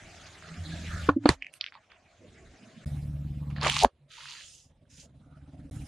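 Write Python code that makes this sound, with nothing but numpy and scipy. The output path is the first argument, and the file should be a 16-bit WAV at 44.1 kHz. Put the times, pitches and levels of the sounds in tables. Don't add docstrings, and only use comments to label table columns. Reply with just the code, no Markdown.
import sys
import numpy as np
from scipy import signal
from scipy.fft import rfft, irfft
from scipy.io import wavfile
from scipy.ndimage import uniform_filter1d

SR = 44100
rng = np.random.default_rng(int(sys.argv[2]) if len(sys.argv) > 2 else 0)


def voltage_ratio(decibels):
    exponent = np.asarray(decibels, float) / 20
    return 10 ** exponent


def inscribe(sig):
    pcm = np.round(np.clip(np.atleast_2d(sig).T, -1, 1) * 32767)
    wavfile.write(sys.argv[1], SR, pcm.astype(np.int16))


N = 258867
T = np.arange(N) / SR

# start [s], end [s].
TAKES = [
    (0., 2.8467),
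    (2.8587, 5.6992),
    (5.7112, 5.87),
]
# frequency [Hz], likeness [0-1].
PORT_LIKENESS = [(60, .99), (330, .975), (600, .88), (950, .85), (2400, .8), (6000, .62), (9000, .35),
                 (13000, .5)]
# frequency [Hz], left over right [dB].
PORT_LEAN = [(60, -1), (380, -2), (2380, -3.5), (5000, -2), (9000, -4.5), (12000, 0.5), (15000, 0.5)]

# time [s], level [dB].
ENGINE_LEVEL = [
    [(0.0, -56), (0.33, -59.5), (0.56, -51)],
    [(0.59, -50), (0.78, -43.5), (0.96, -35), (1.07, -33)],
    [(1.45, -81.5), (2.13, -69), (2.258, -60), (2.53, -55)],
    [(2.58, -81), (2.82, -64.5)],
    [(2.865, -38.5), (3.55, -40.5), (3.82, -46.5)],
    [(3.93, -72), (4.5, -69.5), (5.68, -49)],
    [(5.716, -43), (5.868, -43)],
]
# as it starts [dB], as it ends [dB].
GROWL_OVER_BOOM = [(-3, 0), (3, -12), (2.5, -5), (10, 10), (1.5, 6), (-4, 2.5), (2, 0.5)]
# cycle rate [per s], time of one strong firing [s],
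# share of firings against rumble [0-1], unevenness of the cylinders [factor].
ENGINE_CYCLE = [(27.1, 0.26, 0.37, 0.73), (26.86, 0.85, 0.8, 0.5), (26.4, 2.9, 0.02, 0.38),
                (26.5, 2.1, .05, .3), (18.06, 3.085, 0.91, 1.5), (18.1, 5.205, 0.49, 1.9),
                (17.97, 5.77, 0.28, 0.2)]
PULLING_FIRINGS = [0, -5.5, -5]
IDLING_FIRINGS = [-1.5, -2.5, -4, -6.5]
# multiple of the firing rate, level [dB].
PIPE_OVERTONES = [(2, 1), (3, -14), (4, -27)]
# frequency [Hz], level [dB per Hz].
RUMBLE_COLOUR = [(15, -33.5), (25, -3), (97, 0.5), (232, -8), (273, -7.5), (400, -23), (520, -43),
                 (880, -120)]

# time [s], opening [dB].
GATE_OPENING = [(0.0, -3), (0.52, -2), (1.08, 4), (1.13, -15), (1.189, -24), (1.24, -5.5), (1.39, -20),
                (1.886, -18.5), (2.324, -11), (2.84, -8), (2.86, 1), (3.122, -8), (3.5, -8), (3.93, -22.5),
                (4.87, -22), (5.69, -11.5), (5.715, 1), (5.868, -2.5)]
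# frequency [Hz], level [dB per Hz].
WASH_NEAR = [(180, -12.5), (300, -3), (493, -7.5), (652, 0.5), (986, -13.5), (1220, -8.5), (1650, -6),
             (2180, -6.5), (4300, -14.5), (5510, -21.5), (6710, -19), (13700, -40.5), (15600, -53.5)]
WASH_FAR = [(180, -21.5), (300, -2), (446, -9.5), (553, -2.5), (1050, -16.5), (1290, -11.5), (2080, -12),
            (4020, -14), (4590, -21.5), (7410, -23.5), (9820, -22.5), (14400, -34.5), (15600, -50.5)]
# body, hiss, top and air [dB].
WASH_OPEN = [(-56, -52, -58.5, -82), (-57, -60, -64, -77.5), (-58.5, -62, -61, -75)]
GATE_LOSS = [.82, 1.03, 1.2, 2.5]

# start [s], end [s], low
# edge [Hz], high edge [Hz], level [dB].
NOISE_SWELLS = [(0.628, 1.09, 3300, 4570, -55.5), (.88, 1.095, 1250, 1830, -47),
                (1.399, 1.514, 1740, 3100, -55.5), (1.522, 1.6, 7600, 11800, -62),
                (1.52, 1.6, 990, 6600, -63.5), (.66, .9, 180, 367, -51), (1.235, 1.257, 600, 2600, -55),
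                (1.282, 1.291, 900, 5000, -43), (3.65, 3.678, 1700, 2400, -35),
                (1.593, 1.72, 1100, 5900, -56), (1.716, 1.795, 710, 4500, -59),
                (1.885, 1.988, 890, 3570, -61), (2.847, 3.594, 12210, 14100, -79.5),
                (3.39, 3.6, 850, 1220, -66), (2.19, 2.85, 196, 480, -64), (2.58, 2.72, 200, 270, -57.5),
                (2.73, 2.845, 130, 260, -55), (2.86, 3.2, 9600, 10800, -77.5),
                (5.2, 5.63, 1190, 1520, -77.5), (5.3, 5.4, 1200, 1500, -67.5), (.255, .3, 1100, 6800, -54),
                (.42, .6, 1200, 2000, -55), (.47, .52, 2000, 6200, -56), (.7, .86, 1600, 1730, -55.5),
                (.72, .81, 610, 740, -53.5), (2.2, 2.32, 470, 650, -61.5), (2.64, 2.685, 580, 760, -60),
                (5.02, 5.12, 460, 700, -66), (5.51, 5.7, 563, 750, -66), (1.611, 1.635, 3100, 4900, -49),
                (1.668, 1.692, 1560, 4400, -48.5), (1.745, 1.8, 840, 1250, -58),
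                (3.61, 3.705, 900, 1220, -38.5), (4.32, 4.64, 6100, 7350, -62),
                (4.26, 4.46, 4100, 4800, -58), (4.16, 4.42, 870, 1220, -61.5), (.14, .195, 4700, 6200, -62),
                (.035, 0.13, 1900, 3000, -62)]

# time of the top [s], peak [dB],
# pitch [Hz], rise [s], fall [s].
THUMPS_AND_FOLDS = [(1.0888, -13, 380, .001, .002), (1.0915, -14, 1300, .0008, .002),
                    (1.1687, -15, 290, .003, .005), (1.168, -41, 560, .003, .01), (1.22, -40, 290, .012, .015),
                    (1.184, -27, 295, .004, .005), (1.248, -32, 280, .005, .006), (1.12, -35, 90, .02, .03),
                    (1.21, -43, 110, .03, .03), (.607, -31, 87, .022, .022), (.715, -37, 162, .05, .04),
                    (.7, -50, 305, .05, .05), (.525, -45, 163, .02, .02), (3.6655, -15, 620, .0012, .0015),
                    (3.853, -26, 560, .006, .007), (3.852, -24, 240, .003, .008), (3.845, -21, 420, .008, .004),
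                    (3.846, -26, 55, .012, .013), (1.38, -62, 270, .02, .05), (1.36, -54, 45, .02, .04),
                    (4.03, -56, 140, .02, .03), (4.25, -60, 140, .04, .04),
                    (1.2599, -12, 295, 0.0024, 0.003), (1.259, -13, 520, .0018, 0.0026),
              (1.2588, -24, 1000, .001, .003), (1.2586, -23, 2200, 0.00092, 0.0014),
              (1.258, -25, 4250, .0006, .001), (1.2905, -9, 4300, 0.00023, 0.00069),
              (1.2933, -8.5, 340, .002, 0.001), (1.291, -9, 1000, .0005, .0013),
              (1.2915, -9.5, 1850, .0006, .0012), (1.2906, -22, 8300, 0.00029, 0.00047),
              (1.3025, -19, 140, .004, .008), (1.091, -13, 1100, .0008, .0012),
              (1.098, -20, 300, 0.0016, .005), (3.6672, -18, 1100, .0008, .001),
              (3.6987, -16, 2900, .0004, 0.0015)]
# time of the top [s], peak [dB].
SEAM_POPS = [(3.8165, -28), (3.827, -15), (3.8325, -21), (3.8377, -8), (3.8435, -15)]
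# time of the top [s], peak [dB], pitch [Hz], rise [s], fall [s].
SEAM_RIP = [(3.8477, 1, 780, .00085, .00085), (3.8478, -10.5, 1800, .0004, .0005)]

# time [s], peak [dB], pitch [Hz], left over right [dB].
FOIL_TICKS = [(3.5114, -47, 2340, -8), (3.5633, -34.5, 1880, -4), (3.583, -35, 1670, -2.0),
              (3.6131, -22.5, 4430, -2), (3.7655, -22, 1100, 2), (4.8537, -67, 1570, -7.5)]
# time [s], peak [dB], pitch [Hz], left over right [dB].
THIN_TICKS = [(1.5384, -39, 2700, -8), (1.539, -37.5, 9100, -11), (3.8342, -14.5, 6610, -6),
              (3.8338, -25, 6500, -6), (3.8476, -19, 3900, -2), (3.698, -26.5, 9600, -6.5),
              (1.4668, -52, 6500, -4)]

# time [s], peak [dB], pitch [Hz].
BAG_SNAPS = [(3.6202, -36, 2700.0), (3.628, -27.0, 1600.0), (3.6318, -17, 3900.0), (3.6365, -21, 1600.0),
             (3.6394, -27, 1600.0), (3.648, -16.0, 2400.0), (3.6706, -10.5, 2200.0),
             (3.6784, -20.0, 2700.0), (3.6812, -17.5, 4200.0), (3.6835, -20.0, 3100.0),
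             (3.6869, -21.0, 2200.0), (3.6955, -23.0, 3100.0), (3.6982, -10.0, 2900.0),
             (3.7067, -25, 3400.0), (3.711, -21.5, 2900.0), (3.7148, -20.0, 3300.0), (3.719, -22.5, 2600.0),
             (3.7226, -21.5, 5300.0), (3.7281, -22.0, 4800.0), (3.7346, -20.5, 3300.0),
             (3.7417, -24.0, 3200.0), (3.7441, -19.0, 4200.0), (3.7463, -19, 3200.0), (3.7539, -19, 3300.0),
             (3.7594, -23, 3200.0), (3.7625, -17, 2800.0), (3.7665, -13.0, 3400.0), (3.7708, -21, 2000.0),
             (3.7734, -23.0, 2900.0), (3.784, -21.0, 3500.0), (3.7865, -19, 3300.0), (3.791, -12, 4700.0)]
# time [s], peak [dB].
SEAM_FLAPS = [(3.7955, -21), (3.7978, -21), (3.8005, -17), (3.8034, -18), (3.8067, -18), (3.8107, -15),
              (3.8148, -19), (3.8183, -19), (3.8217, -18), (3.8251, -16), (3.8283, -21), (3.8315, -18)]
# time [s], peak [dB], pitch [Hz].
CRISP_SNAPS = [(4.115, -44.0, 3600.0), (4.1399, -40.0, 4100.0), (4.1698, -36, 3700.0),
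               (4.184, -38.0, 3900.0), (4.1933, -38.0, 4100.0), (4.2127, -36.0, 3600.0),
               (4.226, -39.0, 2400.0), (4.257, -32.5, 1600.0), (4.2609, -37.5, 3400.0),
               (4.2717, -37.0, 3400.0), (4.287, -35.0, 3400.0), (4.3005, -32, 5200.0),
               (4.3091, -30, 6400.0), (4.3322, -33.0, 4500.0), (4.3825, -36, 4800.0), (4.41, -38.0, 2000.0),
               (4.4214, -38.0, 2800.0), (4.4349, -41.0, 3000.0), (4.4902, -43.0, 6600.0),
               (4.5527, -39.0, 6100.0), (4.5802, -41, 6300.0), (4.6025, -41, 5570)]
# time [s], peak [dB], pitch [Hz].
PEEL_SNAPS = [(4.9144, -47, 5900), (4.9428, -44, 5800), (4.9741, -46.5, 8300), (4.9821, -46, 3400),
              (4.999, -43, 4300), (5.002, -38, 6200), (5.0094, -40, 6100), (5.0303, -45, 6100),
              (5.0504, -53, 5400), (5.0591, -58, 3200)]
# time [s], peak [dB], pitch [Hz].
CAN_PINGS = [(1.4239, -21, 2400), (1.4277, -37, 2600), (1.4312, -36, 2680), (1.4385, -43.5, 2600),
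             (1.4465, -32, 2350), (1.4677, -29.5, 2300), (1.6125, -23, 3050), (1.613, -20, 4330),
             (1.6152, -37, 3770), (1.6188, -41, 4000), (1.6845, -37, 2300), (1.7535, -42, 1050)]
# time [s], peak [dB], pitch [Hz].
RIM_CRACKS = [(1.611, -13.5, 4200), (1.6417, -20.5, 2630), (1.664, -24, 2700), (1.7233, -39, 1800),
              (1.742, -43, 4300), (1.742, -45, 1800), (1.7528, -45, 4200), (1.753, -43, 2190),
              (1.9035, -50, 2500), (1.9182, -39.5, 2200), (1.921, -41.5, 1515)]
# time [s], peak [dB], pitch [Hz].
GRIT_POPS = [(0.037, -42, 1580), (0.1485, -41, 2470), (0.258, -38, 2490), (0.4255, -38, 1400),
             (0.488, -38, 1420), (0.5426, -38, 2430), (0.6398, -40, 4320), (0.7182, -42, 1660),
             (0.7626, -39, 1680), (0.8817, -38, 3250), (0.9402, -34, 1490), (0.9515, -32.5, 1770),
             (0.9796, -32, 1600), (2.6514, -51, 1920)]
# cycles of swell, click [dB], scatter [dB], scatter decay [s], top [Hz].
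SNAP_KIND = [
    (.45, -15.5, -13.5, .0015, 8990),
    (.6, -20, -15, .0015, 8000),
    (.9, -20, -15, .001, 10000),
    (1.1, -19, -26, 0.0037, 6000),
    (.5, -14, -12, .002, 5400),
    (.7, -12.5, -10.5, .004, 7000),
]
SNAP_TRIM = [.5, -1.7, 0, 0.078, 1, -2]

# time [s], force [dB].
CRUSH_FORCE = [
    [(1.089, -42), (1.094, -43), (1.11, -59), (1.16, -86)],
    [(1.256, -29), (1.266, -42), (1.289, -48)],
    [(1.2893, -16), (1.295, -31), (1.31, -40), (1.345, -54), (1.385, -93.5)],
    [(3.5, -57.5), (3.55, -72), (3.565, -50.5), (3.612, -56.5)],
    [(3.6, -54), (3.625, -39), (3.65, -33), (3.67, -32.5), (3.7, -39.5)],
    [(3.685, -36), (3.76, -35.5), (3.8, -37), (3.83, -37.5), (3.842, -41), (3.853, -32)],
    [(3.853, -43), (3.865, -54), (3.91, -87)],
    [(4.075, -84), (4.115, -55), (4.2, -51.5), (4.3, -47), (4.4, -51), (4.5, -60.5), (4.6, -70.5),
     (4.68, -87.5)],
    [(4.08, -96), (4.12, -71), (4.3, -66), (4.45, -68), (4.56, -67.5), (4.65, -75.5), (4.73, -100)],
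    [(4.885, -98), (4.905, -70.5), (4.97, -66), (5.01, -61), (5.055, -69.5), (5.09, -98)],
]
# low at start, low at end, top at start, top at end [dB].
CRUSH_TINT = [(22, 17, -22, -20), (11, 9, -22, -10.5), (4, 3, -7, 1), (4, 1, -10, -30),
              (-1.5, 5.5, -13, -7.5), (-3.5, -7.5, -9, -3), (13, 11, -4, -12), (-2, -13, -25, -25),
              (-25, -25, 12, 11), (-1, -9.5, 8.5, 6)]
# snap rate [per s], size spread [dB], share of snaps against rush [0-1], lowest frequency [Hz].
CRUSH_GRAIN = [(3100, 0, 0.5, 278), (1940, 3.5, 0.2, 270), (6000, 2, 0.3, 170), (1510, 4, 0.14, 480),
               (1800, 3.5, 0.6, 330), (1800, 3.5, 0.6, 790), (3000, -0.5, 0.1, 330), (2000, 4, 0.55, 1250),
               (3000, 2, .3, 1500), (4045, 5, 0.36, 1400)]
# frequency [Hz], level [dB per Hz].
CRUSH_COLOUR = [(300, -6), (600, -4), (1170, -1), (1500, -7.5), (3000, -3), (4600, -7), (5500, -15.5),
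                (6800, -11), (7900, -21.5), (9400, -18.5), (10300, -28.5), (12500, -37), (15600, -63.5)]

# time [s], peak [dB], length of the fold [s], sharpness [Hz].
CAN_BLOWS = [
    (1.0907, -4.5, 0.0017, 3537),
    (1.2555, -14, 0.0003, 3000),
    (1.2901, -13, 0.001, 6000),
]
# frequency [Hz], level [dB], decay by 60 dB [s].
DENT_MODES = [(290, -4, 0.092), (520, 0, 0.03), (1105, 2, 0.027), (1440, -6, 0.033), (2340, -12, 0.018)]
BUCKLE_MODES = [(295, 0, 0.09), (980, -16, .03)]
BURST_MODES = [(74, 0, 0.11), (146, 1, .07), (646, -2, 0.033), (1420, -8, 0.027)]


def evened(x):
    return x / np.sqrt(np.mean(x ** 2) + 1e-20)


def read(points, hz):
    f, value = np.transpose(points)
    return np.interp(np.log(hz + 1), np.log(f + 1), value)


def add(mix, s, sound):
    part = mix[..., round(s * SR):][..., :sound.shape[-1]]
    part += sound[..., :part.shape[-1]]


def left_right(db):
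    return voltage_ratio(np.array([[.5], [-.5]]) * db)


def ports(pair):
    a, b = rfft(pair)
    hz = np.fft.rfftfreq(pair.shape[1], 1 / SR)
    same = np.clip(read(PORT_LIKENESS, hz), 0, 1)
    lean = voltage_ratio(read(PORT_LEAN, hz) / 2)
    right = same * a + np.sqrt(1 - same ** 2) * b
    return irfft([a * lean, right / lean], pair.shape[1])


def band(x, colour, lo_hz, hi_hz):
    hz = np.fft.rfftfreq(x.shape[1], 1 / SR) + 10
    sides = 1 / np.sqrt((1 + (lo_hz / hz) ** 60) * (1 + (hz / hi_hz) ** 60))
    return evened(irfft(rfft(x) * sides * voltage_ratio(read(colour, hz)), x.shape[1]))


def patchy(length, patchy_db, size=256, tall=5, wide=14):
    frames = dict(fs=SR, nperseg=size, noverlap=size * 3 // 4)
    z = signal.stft(rng.standard_normal((2, length + size)), **frames)[2]
    patches = uniform_filter1d(rng.standard_normal(z.shape[1:]), tall, 0)
    patches = uniform_filter1d(patches, wide, 1)
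    return signal.istft(z * voltage_ratio(patchy_db * evened(patches)), **frames)[1][:, :length]


def engine():
    out = np.zeros((2, N))
    noise = ports(patchy(N, 2.8, size=2048, tall=3, wide=8))
    rumble = band(noise, RUMBLE_COLOUR, 25, 115), band(noise, RUMBLE_COLOUR, 115, 330)
    for rows, growl_db, (rate_hz, firing_s, share, uneven) in zip(ENGINE_LEVEL, GROWL_OVER_BOOM, ENGINE_CYCLE):
        s, loud_db = np.transpose(rows)
        on = (T > s[0] - .03) & (T <= s[-1] + .03)
        t, share = T[on], np.clip(share, 0, 1)
        pattern = np.array(PULLING_FIRINGS if rate_hz > 22 else IDLING_FIRINGS)
        firings = len(pattern) * rate_hz * (t - firing_s)
        each = np.arange(np.floor(firings[0]), firings[-1] + 1)
        strength_db = uneven * pattern[each.astype(int) % len(pattern)] + 2.0 * rng.standard_normal(len(each))
        strength = voltage_ratio(np.interp(firings, each, strength_db))
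        jitter = np.interp(firings, each, 0.044 * rng.standard_normal(len(each)))
        turns = 2 * np.pi * (firings + jitter)
        boom = -np.cos(turns - .3)
        growl = -sum(voltage_ratio(db) * np.cos(k * turns) for k, db in PIPE_OVERTONES)
        edge = np.clip(np.minimum(t - t[0], t[-1] - t) / .025, 0, 1)
        for hum, wash, db in zip((boom, growl), rumble, (0, np.linspace(*growl_db, len(t)))):
            thuds = np.sqrt(share) * evened(hum * strength)
            fill = np.sqrt(1 - share) * evened(strength) * wash[:, on]
            out[:, on] += edge * voltage_ratio(np.interp(t, s, loud_db) + db) * (thuds + fill)
    return out


def roll():
    chug_from_s, near_left_db = 4.62, 2.5
    gate_db = np.interp(T, *np.transpose(GATE_OPENING))
    take = (T > TAKES[0][1]).astype(int) + (T > TAKES[1][1])
    lumpy = ports(patchy(N, 3.7, size=1024, tall=3, wide=10))
    fine = ports(patchy(N, 3.4, tall=5, wide=24))
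    rate_hz, throb_s = ENGINE_CYCLE[5][:2]
    chug = np.cos(2 * np.pi * rate_hz * (T - throb_s) - .5) * (T > chug_from_s)
    edges_hz = 320, 1150, 5000, 10800, 15500
    chug_depths_db = 3.2, 2.3, 1.4, 2.8
    out = np.zeros((2, N))
    for open_db, lost, lo_hz, hi_hz, chug_db in zip(
            np.transpose(WASH_OPEN), GATE_LOSS, edges_hz[:-1], edges_hz[1:], chug_depths_db):
        noise = lumpy if hi_hz < 2000 else fine
        near = left_right(near_left_db) * band(noise, WASH_NEAR, lo_hz, hi_hz)
        far = band(noise, WASH_FAR, lo_hz, hi_hz)
        level_db = open_db[take] + lost * gate_db + chug_db * chug
        out += voltage_ratio(level_db) * np.where(take == 0, near, far)
    return out


def fizz():
    fade_db = 4.5
    out = np.zeros((2, N))
    for t0, t1, lo_hz, hi_hz, db in NOISE_SWELLS:
        length = round((t1 - t0) * SR)
        window = signal.windows.tukey(length, min(.55, 0.06 / (t1 - t0)))
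        swell = window * voltage_ratio(db - fade_db * np.linspace(-1, 1, length))
        add(out, t0, swell * band(ports(patchy(length, 3.8)), [(100, 0), (20000, -12)], lo_hz, hi_hz))
    return out


def exhaust_knocks():
    last_s, last_db, grows_db, hz, count = 5.655, -43, 2.1, 275, 14
    rate_hz = ENGINE_CYCLE[5][0]
    return [(last_s - k / rate_hz, last_db - k * grows_db + 2 * rng.standard_normal(), hz, .007, .01)
            for k in range(count)]


def thumps():
    seam_hz, seam_s = 765, .0013
    out, t = np.zeros(N), np.arange(-SR // 20, SR // 10) / SR
    seam = [(s, db, seam_hz, seam_s, seam_s) for s, db in SEAM_POPS]
    for s, db, hz, rise, fall in THUMPS_AND_FOLDS + SEAM_RIP + exhaust_knocks() + seam:
        shape = np.exp(-.5 * (t / np.where(t < 0, rise, fall)) ** 2)
        add(out, s + t[0], -voltage_ratio(db) * shape * np.cos(2 * np.pi * hz * t))
    return out


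def ticks():
    ring_cycles, below_ring = 3.4, .55
    out, t = np.zeros((2, N)), np.arange(1500) / SR
    for rows, top_hz in (FOIL_TICKS[:3], 5200), (FOIL_TICKS[3:], 6000), (THIN_TICKS, 11500):
        for (s, db, hz, pan_db), noise in zip(rows, rng.standard_normal((len(rows), 1500))):
            gate = signal.cheby1(6, 1, [below_ring * hz, top_hz], "bandpass", fs=SR, output="sos")
            ring = np.exp(-t * hz / ring_cycles) * np.sin(2 * np.pi * hz * t)
            click = noise * (0.35 * np.exp(-t / 0.0004) + 0.1 * np.exp(-t / 0.0035))
            tick = signal.sosfilt(gate, ring + click)
            add(out, s, voltage_ratio(db) * left_right(pan_db) * tick / abs(tick).max())
    return out


def cracks():
    flap_hz = 3700
    out, t = np.zeros((2, N)), np.arange(-100, 500) / SR
    bag = BAG_SNAPS + [(s, db, flap_hz) for s, db in SEAM_FLAPS]
    kinds = bag, CRISP_SNAPS, PEEL_SNAPS, CAN_PINGS, RIM_CRACKS, GRIT_POPS
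    for rows, kind_db, (cycles, click_db, scatter_db, scatter_s, top_hz) in zip(kinds, SNAP_TRIM, SNAP_KIND):
        click = voltage_ratio(click_db + 10) * np.exp(-abs(t) / .00012)
        scatter = voltage_ratio(scatter_db) * np.exp(-abs(t) / scatter_s)
        for (s, db, hz), noise in zip(rows, rng.standard_normal((len(rows), 2, len(t)))):
            gate = signal.butter(4, [.45 * hz, top_hz], "bandpass", fs=SR, output="sos")
            phase = 3 * noise[0, 0]
            swell = np.exp(-.5 * (t * hz / cycles) ** 2) * np.cos(2 * np.pi * hz * t + phase)
            rough = noise * (t >= 0) * (click + scatter)
            add(out, s + t[0], voltage_ratio(db + kind_db) * left_right(-2) * signal.sosfiltfilt(gate, swell + rough))
    return out


def snaps(length, per_s, spread_db):
    size = voltage_ratio(spread_db * np.minimum(rng.exponential(1, length), 4.5))
    size = size * (rng.random(length) < per_s / SR)
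    burst = signal.lfilter([1], [1, -np.exp(-1 / (.0004 * SR))], size)
    return evened(burst * rng.standard_normal((2, length)))


def crush():
    out = np.zeros((2, N))
    for rows, tint_db, (per_s, spread_db, share, lowest_hz) in zip(CRUSH_FORCE, CRUSH_TINT, CRUSH_GRAIN):
        s, force_db = np.transpose(rows)
        t, share = np.arange(s[0], s[-1], 1 / SR), np.clip(share, 0, 1)
        rush = evened(patchy(len(t), 3.0, tall=4, wide=40))
        split_hz = np.clip(3 * lowest_hz, 1800, 2600)
        wide = snaps(len(t), per_s, spread_db)
        low_db = np.linspace(*tint_db[:2], len(t))
        top_db = np.linspace(*tint_db[2:], len(t))
        force = signal.windows.tukey(len(t), .05) * voltage_ratio(np.interp(t, s, force_db))
        for db, lo_hz, hi_hz in (low_db, lowest_hz, split_hz), (0, split_hz, 5000), (top_db, 5000, 15500):
            crackle = evened(.4 * wide + snaps(len(t), per_s, spread_db))
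            grain = ports(np.sqrt(share) * crackle + np.sqrt(1 - share) * rush)
            add(out, s[0], force * voltage_ratio(db) * band(grain, CRUSH_COLOUR, lo_hz, hi_hz))
    return out


def can():
    out, t = np.zeros(N), np.arange(SR // 4) / SR
    for (s, db, fold, sharp_hz), modes in zip(CAN_BLOWS, (DENT_MODES, BUCKLE_MODES, BURST_MODES)):
        jolts = rng.standard_normal(600) * (rng.random(600) < .05) * .6 * np.exp(-t[:600] / fold)
        jolts[0] = 2.5
        shell = -sum(voltage_ratio(m_db - 60 * t / t60) * np.sin(2 * np.pi * hz * t) for hz, m_db, t60 in modes)
        ring = signal.lfilter(*signal.butter(2, sharp_hz, fs=SR), signal.oaconvolve(shell, jolts))
        add(out, s, voltage_ratio(db) * ring / abs(ring).max())
    return out


def both_ports(knocks):
    fade = np.exp(-np.arange(120) / 30)
    smear = rng.standard_normal(120) * fade
    smear = smear - fade * smear.sum() / fade.sum()
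    scattered = signal.oaconvolve(knocks, smear / np.linalg.norm(smear) * 1.6)[:N]
    return ports(np.array([knocks, scattered]))


def scene():
    knocks = both_ports(thumps() + can())
    return engine() + roll() + fizz() + ticks() + cracks() + crush() + knocks


def roll_off(x):
    return signal.sosfilt(signal.butter(12, 15750, fs=SR, output="sos"), x)


def record(dry):
    heard = signal.sosfilt(signal.butter(2, 34, "highpass", fs=SR, output="sos"), dry)
    clipped = np.clip(heard, -.92, .92)
    running = sum((T >= start) & (T < end) for start, end in TAKES)
    return roll_off(clipped * uniform_filter1d(running * 1., size=60))


dry = scene()
out = record(dry)
inscribe(out)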